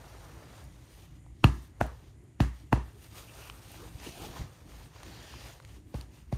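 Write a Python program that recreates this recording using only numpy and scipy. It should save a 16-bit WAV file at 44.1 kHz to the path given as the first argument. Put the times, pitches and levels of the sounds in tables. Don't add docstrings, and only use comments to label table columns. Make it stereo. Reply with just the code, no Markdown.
import sys
import numpy as np
from scipy import signal
from scipy.fft import rfft, irfft, next_fast_len
from scipy.io import wavfile
from scipy.ndimage import uniform_filter1d, map_coordinates

SR = 44100
rng = np.random.default_rng(int(sys.argv[2]) if len(sys.argv) > 2 else 0)


def rack_gain(trim_db):
    fader = np.asarray(trim_db, float)
    return 10 ** (fader / 20)


def persist_wave(psi):
    counts = np.round(np.clip(psi, -1, 1) * 32767).astype(np.int16)
    wavfile.write(sys.argv[1], SR, np.atleast_2d(counts).T)


N = 280917


def unit(x):
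    return x / np.sqrt(np.mean(x ** 2) + 1e-20)


def along(points, hz):
    f, v = np.transpose(points)
    return np.interp(np.log(hz + 1), np.log(f + 1), v)


def wobble(rate):
    return map_coordinates(rng.standard_normal(int(N * rate / SR) + 4), [np.arange(N) * rate / SR])


def filtered(x, response):
    m = next_fast_len(x.shape[-1] + 8192)
    return irfft(rfft(x, m) * response(np.fft.rfftfreq(m, 1 / SR)), m)[..., :x.shape[-1]]


def sides(pan_db):
    return rack_gain(np.array([pan_db / 2, -pan_db / 2]))


def add(track, s, sound):
    part = track[:, round(s * SR):][:, :sound.shape[1]]
    part += sound[:, :part.shape[1]]


def rush(spectrum, grain_db, grain_rate, patchy_db):
    # hz, correlation
    alike = [(60, 1), (120, 0.85), (240, 0.79), (480, 0.4), (950, -0.019), (1900, .3), (3800, 0.055),
             (7500, 0.011), (10200, -0.036), (10900, -0.88), (11600, -0.31), (15000, 0.13)]
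    # hz, left_right_db
    shadow = [(60, 0), (110, -4.5), (200, 0.5), (380, 0.5), (700, 0.5), (1290, 4.5), (2380, -8.5),
              (4400, -1), (8120, 4), (15000, -6.5)]
    noise = rng.standard_normal((2, N)) * rack_gain(grain_db * wobble(grain_rate))
    z = signal.stft(noise, nperseg=512)[2]
    patches = uniform_filter1d(rng.standard_normal(z.shape[1:]), 4, 0)
    patches = uniform_filter1d(patches, 18, 1)
    pair = signal.istft(z * rack_gain(patchy_db * unit(patches)), nperseg=512)[1][:, :N]

    def mid_side(hz):
        turn = np.arccos(np.clip(along(alike, hz), -1, 1)) / 2
        return rack_gain(along(spectrum, hz)) * [np.cos(turn), np.sin(turn)]

    def port_difference(hz):
        lead = np.exp(1j * np.pi * np.minimum(hz, 6250) * .00016 * np.array([[1], [-1]]))
        return sides(along(shadow, hz)) * lead

    mid, side = filtered(pair, mid_side)
    return unit(filtered(np.array([mid + side, mid - side]), port_difference))


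def background():
    # hz, density_db_per_hz
    rumble_colour = [(15, -50.5), (25, -17), (35, -21), (54, 1), (86, -6), (108, -3.5), (170, -13.5),
                     (220, -53.5), (370, -120)]
    # hz, density_db_per_hz
    duct_colour = [(100, -27.5), (170, -7.5), (247, -10), (307, -6), (420, -17), (550, -42), (920, -120)]
    # hz, density_db_per_hz
    hiss_colour = [(300, -62.5), (500, 2), (1100, -9.5), (1500, -17), (2000, -2), (2400, -11.5),
                   (5000, -31.5), (7000, -8), (11000, -14), (12500, -20), (15500, -41.5)]
    # time_s, half_length_s, rise_db over the steady air
    heaves = [
        (0.25, 0.33, 4),
        (3.828, 0.086, 8.5),
        (4.088, 0.053, 10),
        (4.256, 0.089, 13),
        (4.412, 0.051, 13.5),
        (5.086, 0.11, 7.5),
        (5.357, 0.048, 6.5),
    ]
    rumble_share = 0.34
    t = np.arange(N) / SR
    heave_db = sum(db * np.exp(-((t - s) / length) ** 2) for s, length, db in heaves)
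    rumble = rush(rumble_colour, grain_db=1.0, grain_rate=6.5, patchy_db=1.23)
    hiss = rush(hiss_colour, grain_db=3.5, grain_rate=6.5, patchy_db=-1.0)
    duct = rush(duct_colour, grain_db=2.5, grain_rate=23, patchy_db=1.2)
    return rack_gain(-52 + rumble_share * heave_db) * rumble + rack_gain(-70.0) * hiss + rack_gain(-62 + heave_db) * duct


def motion():
    # start_s, hold_s, swish_db, drag_db re swish, sheen_db re swish
    strokes = [(0.015, 0.588, -59.5, 5.5, -5.5), (0.553, 0.1, -62.5, -12, -4.5),
               (0.698, 0.17, -65.5, -0.5, -6), (0.905, 0.14, -61, -2.5, -3.5),
               (1.083, 0.0804, -68.5, -2, -6.5), (1.428, .02, -64, -16, -7),
               (1.546, 0.098, -61, -1.5, -3.5), (1.783, .02, -72.5, -6, -4), (1.86, 0.033, -77.5, 25, 1),
               (1.924, 0.16, -66, 0.5, -5), (2.55, 0.062, -63.5, -5, -4.5),
               (2.66, 0.037, -74.5, -8.5, -5.5), (2.86, 0.056, -65, 1, -1.5), (4.47, 0.14, -63, 1.5, -4.5),
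               (4.698, 0.16, -58, -0.5, -5.5), (4.955, 0.079, -56.5, 1.5, -9.5),
               (5.06, 0.45, -53, -1.5, -8), (5.468, 0.062, -58.5, -6, -0.5),
               (5.561, 0.074, -66, 1.5, -11.5), (5.69, 0.073, -61, -2.5, -6), (5.895, .03, -73.5, -14, 3.5),
               (5.978, 0.038, -58, 0, -6.5), (6.147, 0.052, -61, -3, -4.5), (6.336, .05, -64, 0, -3.5)]
    flip = [(3.026, 0.023, -57, -3.5, -0.3), (3.174, 0.032, -50, -4, -3), (3.252, 0.33, -59.5, 0.5, -1),
            (3.357, 0.12, -54.5, -1, -3), (3.625, 0.36, -59.5, -1.5, -2), (3.707, 0.055, -54.5, -5.5, -2.5),
            (3.81, 0.068, -57, 2, -5), (4.046, 0.049, -47, -4.5, -5.5), (4.122, 0.064, -53.5, -7, -5),
            (4.215, 0.042, -47, 0, -4.5), (4.306, 0.063, -53, -1.5, -5.5), (4.38, 0.03, -50, 3, -8)]
    # drag_db, swish_db, sheen_db
    resting_db = (-72.5, -76, -91.5)
    steepness = (1, 1.07, 1.1)
    rise_db_per_s, fall_db_per_s = 171, 188.5
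    t = np.arange(0, N + 128, 64) / SR
    s, hold, swish_db, drag_db, sheen_db = np.transpose(strokes + flip)[:, :, None]
    shape_db = -rise_db_per_s * np.maximum(s - t, 0) - fall_db_per_s * np.maximum(t - s - hold, 0)
    gains = []
    for re_db, steep, rest_db in zip((drag_db, 0, sheen_db), steepness, resting_db):
        power = np.sum(rack_gain(swish_db + steep * shape_db + re_db) ** 2, axis=0) + rack_gain(rest_db) ** 2
        gains.append(np.interp(np.arange(N) / SR, t, np.sqrt(power)))
    return gains


def cloth():
    # hz, density_db_per_hz
    drag_colour = [(240, -21.5), (400, -5), (930, -4), (1050, -6.5), (1800, -11), (2340, -21), (3960, -120)]
    # hz, density_db_per_hz
    swish_colour = [(1060, -31.5), (1800, -4.5), (2870, -1.5), (5000, -6.5), (5300, -6), (6980, -8.5),
                    (7500, -12), (9750, -42), (16500, -120)]
    # hz, density_db_per_hz
    sheen_colour = [(6500, -24.5), (7800, 0.5), (9300, 2.5), (10900, -4), (11900, -0.5), (14000, -3),
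                    (15600, -12.5)]
    drag_gain, swish_gain, sheen_gain = motion()
    stir = wobble(25)
    drag = rush(drag_colour, grain_db=1.6, grain_rate=120, patchy_db=.9)
    swish = sides(5)[:, None] * rush(swish_colour, grain_db=1.2, grain_rate=200, patchy_db=1.0)
    sheen = rush(sheen_colour, grain_db=1.0, grain_rate=400, patchy_db=-1.6)
    return (drag_gain * rack_gain(.6 * stir) * drag
            + swish_gain * rack_gain(0.42 * stir) * swish
            + sheen_gain * rack_gain(0.77 * stir) * sheen)


def ports(track, walls=lambda f: 1):
    # hz, left_right_db
    port_shading = [(300, 6), (1500, -3.5), (2100, -1), (2800, -5.5), (3800, 4.5), (5500, 2), (7700, 6.5),
                    (10500, -5.5), (14000, -3.5)]
    lag_s, lag_top_hz = .00012, 1300

    def reception(f):
        lead = np.exp(1j * np.pi * np.minimum(f, lag_top_hz) * lag_s * np.array([[1], [-1]]))
        return walls(f) * sides(along(port_shading, f)) * lead

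    return filtered(track, reception)


def creases():
    # time_s, peak_db, pitch_hz, left_right_db
    snaps = [(1.4436, -31, 12800, 2), (1.8123, -35.5, 12800, -2), (2.4032, -36, 12800, -1),
             (2.7280, -34.5, 12800, -1), (0.642, -44, 11000, 2.7), (1.057, -54.5, 13000, 2),
             (1.676, -52, 13700, 3), (1.866, -40, 13500, 0.2), (2.486, -48.5, 13500, 1.1),
             (1.264, -50.5, 786, 9), (1.2645, -59, 1500, 2), (1.264, -61, 2504, -2), (2.24, -57, 8980, 0),
             (2.966, -55, 690, 2), (3.498, -37.5, 905, -4), (3.499, -31, 2800, -7), (3.499, -40, 5000, 1),
             (3.718, -37.5, 12500, -2), (3.743, -43.5, 1890, -9), (3.744, -44, 690, -3), (4, -42, 2000, 2),
             (4, -42, 4300, 6), (4.72, -46, 990, 2), (4.981, -50, 2000, 2), (5.003, -42.5, 1000, 7),
             (5.031, -41, 1200, 4), (5.032, -42, 2500, 4), (5.032, -38, 3700, 0), (5.033, -40, 8500, 0),
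             (5.625, -51, 4500, 2), (5.339, -38, 910, -2), (5.339, -50, 422, -1), (5.601, -40, 1180, 2),
             (5.601, -50, 550, -7), (5.601, -48, 3700, 0), (5.649, -41.5, 1950, 0), (5.65, -48, 2900, 4),
             (5.65, -43, 4420, 2), (5.65, -48.5, 7450, 16), (6.0108, -42, 2900, 1), (6.0113, -35, 3880, 2),
             (6.0113, -42, 9500, 0)]
    width, fuzz = 0.72, 0.22
    track, t = np.zeros((2, N)), np.arange(SR // 25) / SR
    for s, db, hz, pan_db in snaps:
        burst = (t == 0) + fuzz * rng.standard_normal(len(t)) * rack_gain(-60 * t / 0.0067)
        snap = filtered(burst, lambda f: (1j * width * f * hz / (hz * hz - f * f + 1j * width * f * hz)) ** 2)
        add(track, s, rack_gain(db) * sides(pan_db)[:, None] * snap / np.abs(snap).max())
    return ports(track)


def pockets():
    # start_s, peak_db, pitch_hz, t60_s, left_right_db
    taps = [(1.4407, -20, 1220, 0.0056, -4), (1.4428, -11.5, 1290, 0.003, 3),
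            (1.4411, -17.5, 2800, 0.0035, 9.5), (1.4423, -6.5, 2800, 0.0028, -6.5),
            (1.4428, -2, 934, 0.0024, -2), (1.4436, -21, 4080, 0.0017, -8.5), (1.8045, -39, 800, 0.0074, 0),
            (1.8066, -31, 1320, 0.008, 3), (1.8070, -38, 2290, 0.004, 0),
            (1.8090, -33.5, 2700, 0.0025, -2.5), (1.81, -25, 1140, 0.0073, 13),
            (1.8128, -7.5, 762, 0.0043, 1.5), (1.813, -17, 1570, 0.0043, 3), (1.8142, -29, 640, 0.0029, 2),
            (1.8131, -31, 2600, 0.0037, 0), (1.8125, -18, 304, 0.013, 1), (2.4006, -34, 690, 0.0034, -6.5),
            (2.4026, -17.5, 910, 0.0035, 4.5), (2.4037, -11.5, 805, 0.0017, 1.5),
            (2.4039, -25.5, 1660, 0.0026, 13), (2.4040, -22, 2750, 0.0016, -4),
            (2.4042, -22, 3550, 0.0015, -5), (2.4064, -22.5, 296, 0.019, 2),
            (2.7240, -24, 750, 0.0096, -2.5), (2.7278, -9, 1030, 0.0038, 2.5),
            (2.7279, -17, 1700, 0.0027, 6), (2.7281, -21, 2800, 0.0019, -6), (2.7297, -9, 750, 0.0054, 0),
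            (2.7314, -20.5, 322, 0.01, 11), (5.942, -26.5, 530, 0.0049, 0.5),
            (5.9420, -49, 1600, 0.0035, 2), (5.9457, -32, 476, 0.0057, 8), (5.9445, -44, 1200, 0.005, 4),
            (5.9495, -35, 900, 0.0064, 3), (6.3190, -44.5, 803, .01, -0.5),
            (6.3247, -38.5, 730, 0.0028, 10.5), (6.3262, -19, 620, 0.0038, 4),
            (6.3265, -49, 1530, 0.0036, 2), (6.3285, -28.5, 410, 0.0081, 1)]
    rise_cycles, sag_per_s = 0.19, 34
    track, t = np.zeros((2, N)), np.arange(SR // 25) / SR
    for s, db, hz, t60, pan_db in taps:
        cycles = hz * np.log1p(sag_per_s * t) / sag_per_s
        pocket = -np.sin(2 * np.pi * cycles) * rack_gain(-30 * t / t60) * (1 - np.exp(-cycles / rise_cycles))
        add(track, s, rack_gain(db + 1) * sides(pan_db)[:, None] * pocket)
    return track


def slaps():
    # start_s, peak_db, left_right_db
    cracks = [
        (1.4420, -10, 6),
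        (1.8105, -29, -2.5),
        (2.4051, -21, 2),
        (2.7288, -20.5, 1),
        (5.9430, -33, 7.5),
        (6.3254, -32, 7),
    ]
    # hz, level_db
    crack_colour = [(800, -22.5), (1600, 0), (3000, -8), (4500, -8), (6500, -18.5), (9000, -22),
                    (13000, -19), (16000, -23.5)]
    track, t = np.zeros((2, N)), np.arange(SR // 25) / SR
    for s, db, pan_db in cracks:
        envelope = rack_gain(-60 * t / 0.019) * (1 - np.exp(-t / 0.00042))
        common, left, right = rng.standard_normal((3, len(t))) * envelope
        pair = np.array([common + 0.73 * left, common + 0.66 * right])
        crack = filtered(pair, lambda f: rack_gain(along(crack_colour, f)))
        add(track, s, rack_gain(db) * sides(pan_db)[:, None] * crack)
    return track


def fingers():
    # delay_s, level_db, left_right_db
    echoes = [(.0086, -18, 8), (0.0181, -25, -0.5), (.0245, -30, -6), (0.032, -25, 12), (.037, -29.5, -6),
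              (0.0447, -26, 9.5)]
    dull_hz_s = 90

    def walls(f):
        total = 1
        for s, db, pan_db in echoes:
            delayed = np.exp(-2j * np.pi * f * s) / (1 + 1j * f * s / dull_hz_s)
            total = total + rack_gain(db) * sides(pan_db)[:, None] * delayed
        return total

    return ports(pockets() + slaps(), walls)


def answer(tilt_db):
    # hz, t60_s
    room = [(200, .3), (500, .33), (1200, .38), (3000, .36), (6000, .33), (14000, .3)]
    # hz, level_db
    tail_colour = [(100, -26.5), (200, 20.5), (330, 2.5), (500, -16), (1000, -4.5), (1400, -8.5),
                   (2200, -13.5), (4000, -16.5), (8000, -16.5), (15000, -28.5)]
    # centre_hz, width_hz, level_db
    hollows = [(620, 124, -4), (1220, 130, 1), (1750, 200, 4.5), (2800, 200, 2.5)]
    hz, t, (mid, side) = signal.stft(rng.standard_normal((2, SR // 2)), SR, nperseg=256)
    side = side * np.clip(hz / 900, 0, 1)[:, None]
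    colour = along(tail_colour, hz) + tilt_db * np.log2(1 + hz / 1000)
    decay_db = -60 * t / along(room, hz)[:, None]
    tail = signal.istft([mid + side, mid - side] * rack_gain(colour[:, None] + decay_db), SR, nperseg=256)[1]
    tail = filtered(tail, lambda f: rack_gain(sum(db * np.exp(-((f - c) / w) ** 2) for c, w, db in hollows)))
    t = np.arange(tail.shape[1]) / SR
    return 3 * unit(tail) * (1 - .6 * np.exp(-(t / .008) ** 2))


def palms():
    crests = [1.4560, 1.8255, 2.4175, 2.7420, 5.9575, 6.3402]
    # peak_db, boom_db re push, thrum_db re push, room_db, tilt_db_per_octave of the room's answer
    pushes = [
        (-8, -12.5, -10.5, -48.5, -3.5),
        (-24.5, -4, -10, -60, -2),
        (-14.5, -8, -6.5, -54.5, -2),
        (-16.5, -7, -6.5, -53.5, -4),
        (-28, -7, -4, -71, 1.5),
        (-22.5, -8.5, -7, -68, -0.5),
    ]
    brushes_db = [-41, -46, -53, -41, -67, -56.5]
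    # pitch_hz, level_db, t60_s
    modes = [(95, 1, 0.18), (133.8, 4, 0.18), (200, -6, .12), (280, -2.5, 0.16), (348, -18, .2)]
    boom_hz = 60.24
    crest, turns, lag = .013, .52, .0004
    track = np.zeros((2, N))
    t = np.clip(np.arange(SR // 2) / SR + [[lag / 2], [-lag / 2]], 1e-4, None)
    cycles = 62 * (t - crest) + turns * np.log(t / crest)
    push = np.cos(2 * np.pi * cycles) * (1 - np.exp(-(t / .0025) ** 2)) * np.exp(-(t / .019) ** 4)
    boom = np.cos(2 * np.pi * boom_hz * (t - crest)) * (1 - np.exp(-(t / 0.02) ** 3)) * rack_gain(-60 * t / 0.34)
    thrum = sum(rack_gain(g - 60 * t / t60) * np.cos(2 * np.pi * f * (t - .029)) for f, g, t60 in modes)
    thrum = thrum * (1 - np.exp(-(t / 0.042) ** 3))
    rise = rack_gain(np.linspace(-35, 0, SR // 70))
    for s, (db, boom_db, thrum_db, room_db, tilt_db), brush_db in zip(crests, pushes, brushes_db):
        start = s - crest
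        blow = push + rack_gain(boom_db + 5.5) * boom + rack_gain(thrum_db) * thrum
        add(track, start, rack_gain(db) * sides(-0.86)[:, None] * blow)
        add(track, start, rack_gain(room_db) * answer(tilt_db))
        brush = rise * answer(tilt_db)[:, 700:][:, :len(rise)]
        add(track, start - len(rise) / SR, rack_gain(brush_db) * brush)
    return track


def folds():
    # time_s, rms_db, pitch_hz, length_s
    swells = [(3.187, -58, 1170, 0.058), (3.435, -55.5, 2670, 0.071), (3.295, -55, 2700, 0.018),
              (3.5, -64, 1310, 0.24), (3.74, -76, 890, 0.037), (3.836, -49.5, 470, 0.033),
              (4.216, -51, 340, 0.028), (4.065, -52, 2750, 0.032), (4.143, -59, 2600, 0.059),
              (4.228, -54, 760, 0.12), (4.247, -60, 3270, 0.1), (3.81, -59.5, 1230, .04),
              (4.23, -57, 1300, 0.027), (4.41, -56, 2050, .02), (4.2, -56, 2600, .03),
              (2.97, -60.5, 400, .04), (5.25, -61, 1660, 0.17), (5.371, -59.5, 2800, 0.13),
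              (5.45, -63, 1970, 0.092), (2.2, -65, 385, 0.15), (2.79, -47.5, 940, 0.03),
              (1.525, -49.5, 1130, .015), (1.85, -45, 680, 0.022), (5.378, -58, 5000, 0.084),
              (5.16, -59, 4300, 0.058), (5.3, -60, 3200, 0.12)]
    track, t = np.zeros((2, N)), np.arange(-SR // 4, SR // 4) / SR
    for s, db, hz, length in swells:
        noise = rng.standard_normal((2, len(t)))
        hollow = filtered(noise, lambda f: np.exp(-((f - hz) / (.17 * hz)) ** 2))
        add(track, s + t[0], rack_gain(db) * unit(hollow) * np.exp(-(t / length) ** 2))
    return track


def flops():
    # time_s, peak_db, pitch_hz, length_s
    landings = [(3.803, -52.5, 346, 0.019), (5.344, -54, 246, 0.0052), (4.203, -45, 287, .008),
                (4.22, -56, 656, 0.0069), (4.404, -69, 453, 0.0074), (3.956, -35, 95, 0.0065),
                (4.068, -38.5, 413, 0.0029), (4.073, -41.5, 288, 0.0043), (4.302, -33.5, 70, 0.0041),
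                (4.4, -31.5, 112, 0.0049), (4.418, -26, 64.3, 0.0048), (4.445, -35, 118, 0.0056)]
    track, t = np.zeros((2, N)), np.arange(-SR // 8, SR // 8) / SR
    for s, db, hz, length in landings:
        pulse = np.cos(2 * np.pi * hz * t) * np.exp(-(t / length) ** 2)
        add(track, s + t[0], rack_gain(db) * pulse * np.ones((2, 1)))
    return track


def coloured(track):
    # time_s, half_length_s, centre_hz, width_hz,
    # level_db
    passing_colours = [(1.53, .12, 1450, 170, -14), (1.445, .015, 1190, 200, 4.5), (1.445, .015, 2900, 300, 3),
                       (1.445, .015, 2420, 250, -4), (1.445, .015, 280, 70, 3), (1.53, .12, 3350, 260, -6.5),
                       (1.445, .02, 3800, 400, -4.5), (1.56, .1, 500, 200, -6), (1.56, .1, 2450, 300, -6),
                       (1.56, .1, 1150, 150, 2), (1.9, .12, 373, 60, -4), (1.815, .02, 1030, 100, -5),
                       (1.815, .02, 2800, 700, 3), (1.92, 0.095, 720, 100, -2), (1.92, .09, 490, 120, 5.5),
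                       (1.92, .09, 300, 60, -4), (1.96, .07, 2200, 800, -0.5), (1.815, .02, 7500, 5000, 3),
                       (2.41, .02, 388, 90, 4), (2.41, .02, 1000, 200, -6), (2.41, .02, 1400, 200, 3),
                       (2.41, .02, 2046, 150, 0), (2.41, .02, 2900, 800, 4), (2.41, .02, 6500, 3000, 2),
                       (2.51, 0.076, 310, 40, -5), (2.51, .09, 440, 100, -3), (2.51, .09, 2050, 400, 3.5),
                       (2.51, .09, 1400, 200, -2), (2.51, .09, 2900, 600, -0.5),
                       (2.73, .02, 290, 60, 3.5), (2.73, .02, 360, 60, -3.5), (2.73, .02, 563, 120, -6),
                    (2.73, .02, 2200, 300, -11.5), (2.73, .02, 2800, 400, 3), (2.838, 0.086, 290, 110, -8),
                    (2.84, 0.11, 1850, 300, 2.5), (2.84, .09, 580, 200, 4), (3.8, .03, 1800, 400, -8),
                    (4.15, .05, 1950, 300, -12), (4.1, .025, 1500, 500, -7.5), (4.18, .02, 1150, 300, -10),
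                    (4.24, .04, 2000, 600, -6), (5.95, .015, 270, 60, 8), (5.95, .015, 185, 50, -8),
                    (5.95, .015, 2300, 700, 2.5), (6.33, .015, 2100, 600, 3.5),
                    (6.332, .015, 1350, 300, -10), (6.33, .015, 5400, 1500, 3)]
    out = track.copy()
    for s, length, hz, width, db in passing_colours:
        start = round((s - 1.5 * length) * SR)
        part = track[:, start:][:, :round(3 * length * SR) + 1000]
        offset = np.arange(part.shape[1]) + start - s * SR
        part = part * np.exp(-(offset / (length * SR)) ** 6)
        band = filtered(part, lambda f: 1j * f * width / (hz * hz - f * f + 1j * f * width))
        add(out, start / SR, (rack_gain(db) - 1) * band)
    return out


def scene():
    near = cloth() + creases() + fingers() + palms() + folds() + flops()
    return background() + coloured(near)


def band_limit(x):
    return signal.sosfilt(signal.butter(12, 16500, fs=SR, output="sos"), x)


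def record(dry):
    # centre_hz, width_hz, depth (0-1)
    notches = [(5346, 140, 0.9), (7680, 420, 0.9)]
    # low_hz, high_hz
    mono_hz = (12600, 14400)
    top_hz, top_fade_hz, bass_hz = 15900, 350, 33

    def response(f):
        gaps = np.prod([1 - np.clip(d, 0, 1) * np.exp(-((f - c) / w) ** 2 * 4) for c, w, d in notches], axis=0)
        top = np.clip((top_hz - f) / top_fade_hz, 0, 1)
        return gaps * top * f ** 2 / np.hypot(f ** 2, bass_hz ** 2)

    lost = filtered((dry[0] - dry[1]) / 2, lambda f: (f > mono_hz[0]) & (f < mono_hz[1]))
    joined = dry - np.array([lost, -lost])
    return band_limit(filtered(joined, response))


dry = scene()
out = record(dry)
persist_wave(out)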